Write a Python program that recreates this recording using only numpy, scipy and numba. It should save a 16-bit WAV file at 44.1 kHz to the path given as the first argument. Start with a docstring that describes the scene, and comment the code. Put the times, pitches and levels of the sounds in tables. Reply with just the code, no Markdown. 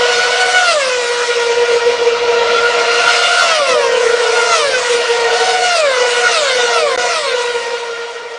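"""Trackside, one microphone about 10 m from the racing line. One car is already fading as the next tears by,
its engine note diving by the Doppler effect. After a gap come three more, then four in close succession.
Walls along the track return slower, blurred copies of every dive; tyres and air rush at each pass,
over a low ground rumble. Just before the last car the sound cuts out for an instant."""
import sys
import numpy as np
from scipy import signal
from scipy.fft import rfft, irfft, next_fast_len
from scipy.io import wavfile
from scipy.ndimage import uniform_filter1d, map_coordinates
from numba import njit

SR = 44100
rng = np.random.default_rng(int(sys.argv[2]) if len(sys.argv) > 2 else 0)


def file_out(sig):
    """Save sig as 16-bit WAV at sys.argv[1]."""
    # one column per channel
    cols = np.atleast_2d(sig).T
    # limit, then scale
    lim = np.clip(cols, -1, 1)
    pcm = np.round(lim * 32767).astype(np.int16)
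    wavfile.write(sys.argv[1], SR, pcm)


N = 369558
TIME = np.arange(N) / SR
STEP = 64  # samples per tick of the coarse clock for motion
SLOW = np.arange(0, N + STEP, STEP) / SR
CAR_SPEED, SOUND_SPEED = 80, 343  # m/s
# the passing cars: nearest_s, firing_hz, distance_m, level_db, exhaust_ahead_db
CARS = [(-1.1, 592, 10, -1, -8), (.785, 583, 10, 2, -6), (3.631, 559, 12, 1, -4), (3.786, 586, 12, -1, -6),
        (4.651, 571, 12, 0, -9), (5.85, 580, 10, 0, 2), (6.438, 575, 9.5, 1, -5), (6.858, 578, 10.5, 1, -4),
        (7.235, 575, 11, 1, 2)]


def amp(db):
    return 10 ** (np.asarray(db) / 20)


def unit(x):
    return x / np.sqrt(np.mean(x ** 2) + 1e-20)


def fine(x):
    """From the coarse clock to one value per sample."""
    return np.interp(TIME, SLOW, x)


def curve(rows):
    """(time_s, value) points as one value per sample."""
    return np.interp(TIME, *np.transpose(rows))


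def bell(centre_s, width_s):
    """A smooth swell from 0 to 1 and back, on the coarse clock."""
    return np.exp(-((SLOW - centre_s) / width_s) ** 2)


def wobble(rate_hz):
    """A smooth random curve on the coarse clock."""
    return map_coordinates(rng.standard_normal(int(SLOW[-1] * rate_hz) + 4), [SLOW * rate_hz])


def filtered(x, response):
    """x times a response of frequency."""
    size = next_fast_len(N + SR // 4)
    return irfft(rfft(x, size) * response(np.fft.rfftfreq(size, 1 / SR)), size)[:N]


def steady(x, seconds):
    """x divided by its own running rms."""
    width = int(seconds * SR) + 1
    power = uniform_filter1d(uniform_filter1d(x * x, width), width)
    return x / np.sqrt(np.abs(power) + 1e-12)


def fading(x, depth_db):
    """Moving air and crossing echoes give each patch of time and frequency its own gain."""
    spectra = signal.stft(x, nperseg=512)[2]
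    patches = rng.standard_normal(spectra.shape)
    for size, axis in (4, 0), (10, 1), (3, 1):
        patches = uniform_filter1d(patches, size, axis)
    return signal.istft(spectra * amp(depth_db * unit(patches)), nperseg=512)[1][:N]


def noise(spectrum, patchy_db):
    """Coloured, patchy noise of rms 1."""
    points_hz, db = np.transpose(spectrum)
    colour = lambda hz: amp(np.interp(np.log(hz + 1), np.log(points_hz), db, -70, -70))
    return unit(filtered(fading(rng.standard_normal(N), patchy_db), colour))


def nearest_range():
    """Metres from the microphone to the closest car, on the coarse clock."""
    ranges = [np.hypot(distance, CAR_SPEED * (SLOW - nearest)) for nearest, _, distance, *_ in CARS]
    return np.min(ranges, axis=0)


def passing(shape):
    """The swell and dip in dB that every car brings as it goes by."""
    return fine(sum(db * bell(nearest - lead, width) for nearest, *_ in CARS for lead, width, db in shape))


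def ground_rumble(level_db):
    """Low, unsteady noise from the ground."""
    # rumble spectrum: frequency_hz, density_db
    colour = [(20, -5), (70, -6), (120, -6), (180, -2), (250, 0), (330, 2), (420, 1), (520, -10)]
    return amp(level_db + fine(1.8 * wobble(14))) * noise(colour, patchy_db=2)


def stand_scatter(level_db):
    """Echoes from the stands fill the range between the receding and the approaching pitch."""
    # scatter spectrum: frequency_hz, density_db
    colour = [(330, -35), (445, -24), (480, -2), (600, 0), (720, 0), (775, -14), (900, -40)]
    return amp(level_db) * noise(colour, patchy_db=2)


def diffuse_roar(level_db):
    """A wavering wash of noise in the range of the engine overtones."""
    # roar spectrum: frequency_hz, density_db
    colour = [(600, -30), (800, -5), (900, -4), (1000, 1), (1200, 1), (1380, 4), (1620, -3), (2050, 1.5),
              (2450, -1), (2800, 0), (3300, -4), (4500, -8), (7000, -24)]
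    return amp(level_db + fine(.7 * wobble(24))) * noise(colour, patchy_db=2.4)


def tyre_rush(bounce_gain=.5, heights_m2=.9, dull_hz=6000, dull_range_m=130):
    """Hiss of the nearest car, duller from afar; its bounce off the asphalt sweeps a comb through it."""
    # hiss spectrum: frequency_hz, density_db
    colour = [(1500, -20), (3000, -4), (4200, 0), (5500, 0), (7000, -3.5), (8500, -7.5), (10000, -12)]
    # base level of the hiss: time_s, level_db
    levels = [(0.0, -23.2), (0.61, -22.4), (2.22, -30.1), (2.89, -26.0), (3.16, -20.3), (4.0, -27.8),
              (4.45, -22.1), (5.25, -25.5), (5.35, -22.6), (5.6, -24.9), (5.68, -20.9), (5.82, -25.3),
              (6.44, -21.8), (6.94, -27.4), (7.02, -23.3), (8.38, -41.6)]
    # swell and dip just before each pass: lead_s, width_s, gain_db
    swell = [(.072, .063, 3.7), (.018, .026, -2.8)]
    range_m = nearest_range()
    hiss = noise(colour, patchy_db=1.8)
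    treble = filtered(hiss, lambda hz: 1 - 1 / (1 + (hz / dull_hz) ** 4))
    hiss -= fine(np.minimum(range_m / dull_range_m, 1)) * treble
    delay_s = fine(heights_m2 / range_m / SOUND_SPEED)
    bounce = fine(bounce_gain * range_m.min() / range_m) * np.interp(TIME - delay_s, TIME, hiss)
    flicker_db = fine(.8 * wobble(70) + wobble(18))
    return amp(curve(levels) + passing(swell) + flicker_db) * steady(hiss + bounce, seconds=.1)


def note_throb():
    """Gain of a receding note beating against a second note at a slightly different pitch: its echo, or another
    receding car."""
    # spells of beating: crest_s, width_s, beat_hz, glide_hz_per_s, second_share
    throbs = [(1.885, .42, 6.1, -7.5, .8), (4.138, .25, 28.3, -40, .45), (4.938, .25, 5.2, 3.6, .4),
              (6.029, .15, 5.4, -8, .45), (7.887, .45, 7.2, 7, .3)]
    gain = 1
    for crest, width, beat_hz, glide, share in throbs:
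        age, second = SLOW - crest, share * bell(crest, width)
        beats = beat_hz * age + glide * age ** 2 / 2
        gain *= np.abs(1 + second * np.exp(2j * np.pi * beats)) / np.hypot(1, second)
    return fine(gain)


def emission_time(t, distance):
    """When the sound arriving at t left a car that is nearest at time zero."""
    c2, v2 = SOUND_SPEED ** 2, CAR_SPEED ** 2
    return (c2 * t - np.sqrt(c2 * v2 * t * t + (c2 - v2) * distance ** 2)) / (c2 - v2)


def crank_turn(multiples, levels_db, size=4096):
    """The pressure wave over one turn of the crankshaft, which holds four firings."""
    turn = np.arange(size) / size
    orders = np.round(4 * multiples)
    return sum(amp(db) * np.sin(2 * np.pi * (k * turn + rng.random())) for k, db in zip(orders, levels_db))


@njit
def spin(wave, firings, gain):
    """Loop the crank wave by a running count of firings; firings and gain come on the coarse clock."""
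    out = np.empty((len(gain) - 1) * STEP)
    place = firings * len(wave) / 4
    for k in range(len(gain) - 1):
        advance, swell = (place[k + 1] - place[k]) / STEP, (gain[k + 1] - gain[k]) / STEP
        for i in range(STEP):
            out[k * STEP + i] = (gain[k] + i * swell) * wave[int(place[k] + i * advance) % len(wave)]
    return out[:N]


def engines(reach_m=14, falloff_ahead=1.75, falloff_behind=1.45, rear_db=-7, shimmer_db=2.7,
            rev_share=.09, rev_s=1.15, shadow_db_per_m=.085):
    """Every car, direct and off the walls: the exhaust note beams backwards, the overtones forwards."""
    # direct path, then wall echoes: extra_m, level_db, flutter_cycles, drift_cycles
    paths = [(0, 0, .021, .2), (9, -7.5, .04, .45), (24, -6.5, .05, .6), (55, -7, .055, .7)]
    # exhaust orders up to the firing note: firing_multiple, level_db
    low_orders = [(.25, -44), (.5, -38), (.75, -32), (1, 0)]
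    # engine overtones: firing_multiple, ahead_db, behind_db
    high_orders = [(1.75, -28, -14), (2, 0, 0), (2.5, -21, -18), (3, -7, 0), (4, -6, -2), (5, -11, -5),
                   (6, -10.5, -7), (7, -16, -11), (8, -18, -13), (9, -22, -15), (10, -25, -17),
                   (12, -30, -21)]
    multiples, ahead_db, behind_db = np.transpose(high_orders)
    exhaust, overtones = np.zeros(N), np.zeros(N)
    for nearest, firing_hz, distance, car_db, exhaust_ahead_db in CARS:
        pipe = crank_turn(*np.transpose(low_orders))
        front, rear = crank_turn(multiples, ahead_db), crank_turn(multiples, behind_db)
        for extra, path_db, flutter, drift in paths:
            emitted_s = emission_time(SLOW - nearest + distance / SOUND_SPEED, distance + extra)
            range_m = np.hypot(distance + extra, CAR_SPEED * emitted_s)
            behind = (1 + CAR_SPEED * emitted_s / range_m) / 2  # 0 approaching, 1 receding
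            # the engine is still gaining revs on its way in
            rate_hz = firing_hz * (1 - rev_share * np.tanh(np.minimum(emitted_s, 0) / rev_s) ** 2)
            firings = np.cumsum(rate_hz * np.gradient(emitted_s)) + drift * wobble(9)
            falloff = falloff_ahead + behind * (falloff_behind - falloff_ahead)
            gain = amp(car_db + path_db) / np.hypot(1, range_m / reach_m) ** falloff
            beam_db = (exhaust_ahead_db - shadow_db_per_m * range_m) * (1 - behind)
            # turbulent air makes the note and its overtones waver
            jitter = flutter * wobble(110)
            exhaust += spin(pipe, firings + .9 * jitter, gain * amp(beam_db + shimmer_db * wobble(40)))
            gain *= amp(shimmer_db * wobble(28))
            overtones += spin(front, firings + jitter, gain * (1 - behind))
            overtones += spin(rear, firings + jitter, gain * behind * amp(rear_db))
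    return exhaust, overtones


def engine_tones(whine_db, rasp_db, split_hz=1700, rasp_trim_db=-3.7):
    """The engines at the microphone: exhaust boom, whine of the low overtones, rasp of the high ones."""
    # base level of the exhaust note: time_s, level_db
    boom_levels = [(0.0, -14.4), (0.24, -19.7), (0.51, -16.7), (1.2, -18.6), (1.68, -11.9), (2.96, -17.1),
                   (3.11, -20.4), (4.07, -12.9), (4.79, -18.9), (4.91, -15.5), (6.02, -14.8), (6.46, -19.4),
                   (6.58, -15.5), (7.09, -17.6), (7.21, -25.2), (7.33, -16.8), (8.38, -30.5)]
    # its dip and swell at each pass: lead_s, width_s, gain_db
    boom_swell = [(.02, .04, 3.6), (.13, .06, -1.8)]
    # the whine of an approaching car flares up: centre_s, width_s, gain_db
    flares = [(0.6, 0.1, 4.2), (2.63, 0.056, 5.8), (3.08, 0.039, 7.8), (3.39, 0.066, 5.4),
              (4.4, 0.045, 5.4), (4.53, 0.023, 5.8), (6.27, 0.034, 8.2), (6.75, 0.056, 2.5)]
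    exhaust, overtones = engines()
    overtones = fading(overtones, depth_db=3.8)
    low = filtered(overtones, lambda hz: 1 / (1 + (hz / split_hz) ** 16))
    flare_db = fine(sum(db * bell(centre, width) for centre, width, db in flares))
    boom = amp(curve(boom_levels) + passing(boom_swell)) * note_throb() * steady(exhaust, seconds=.06)
    whine = amp(whine_db + flare_db) * steady(low, seconds=.06)
    rasp = amp(rasp_db + rasp_trim_db) * steady(overtones - low, seconds=.09)
    return boom + whine + rasp


def scene(direct_db=3, close_m=14, scatter_db=7.5):
    """Engines, scatter, roar, tyres and rumble as they meet at the edge of the track."""
    # base level of the low overtones: time_s, level_db
    whine_levels = [(0.0, -19.3), (0.6, -16.7), (1.0, -25.1), (1.4, -21.4), (2.19, -25.3), (2.39, -18.8),
                    (3.79, -18.1), (3.99, -22.4), (4.59, -18.3), (4.99, -25.2), (5.19, -21.3),
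                    (6.58, -20.5), (6.78, -19.8), (7.78, -26.0), (8.38, -34.5)]
    # base level of the high overtones and roar: time_s, level_db
    rasp_levels = [(0.0, -19.2), (0.56, -17.5), (0.92, -22.2), (2.28, -23.8), (2.48, -19.6), (2.69, -20.9),
                   (3.16, -15.2), (3.96, -23.2), (4.59, -19.1), (4.8, -21.6), (5.37, -20.2), (6.64, -18.8),
                   (6.9, -22.9), (7.2, -21.3), (8.38, -35.5)]
    # swell and dip of both at each pass: lead_s, width_s, gain_db
    swell = [(.12, .085, 1.1), (.017, .029, -2.4)]
    # base level of the ground rumble: time_s, level_db
    rumble_levels = [(0.0, -38.3), (0.42, -46.3), (0.75, -44.4), (1.12, -48.8), (2.54, -37.1), (2.9, -41.8),
                     (3.02, -37.1), (3.14, -44.6), (3.8, -42.5), (5.09, -45.9), (5.24, -41.0),
                     (5.99, -47.7), (6.23, -44.7), (6.97, -43.7), (7.28, -48.8), (8.38, -54.5)]
    whine_db = curve(whine_levels) + passing(swell)
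    rasp_db = curve(rasp_levels) + passing(swell)
    rumble_db = curve(rumble_levels)
    # the closer a car is, the more its direct sound stands out of the diffuse roar
    close_db = direct_db * fine(np.minimum(close_m / nearest_range(), 1))
    mix = engine_tones(whine_db, rasp_db + close_db)
    mix += stand_scatter((whine_db + rumble_db) / 2 + scatter_db - close_db)
    mix += diffuse_roar(rasp_db - close_db) + tyre_rush() + ground_rumble(rumble_db)
    return np.tile(mix, (2, 1))


def record(dry, cut_start_s=6.9625, cut_end_s=6.9757, cut_db=-35, top_hz=10030):
    """One microphone, with a brief dropout and a band limit."""
    live = uniform_filter1d(1. - ((TIME > cut_start_s) & (TIME < cut_end_s)), size=40)
    mono = filtered(dry[0] * np.maximum(live, amp(cut_db)), lambda hz: hz < top_hz)
    return np.tile(np.clip(mono, -1, 1), (2, 1))


dry = scene()
out = record(dry)
file_out(out)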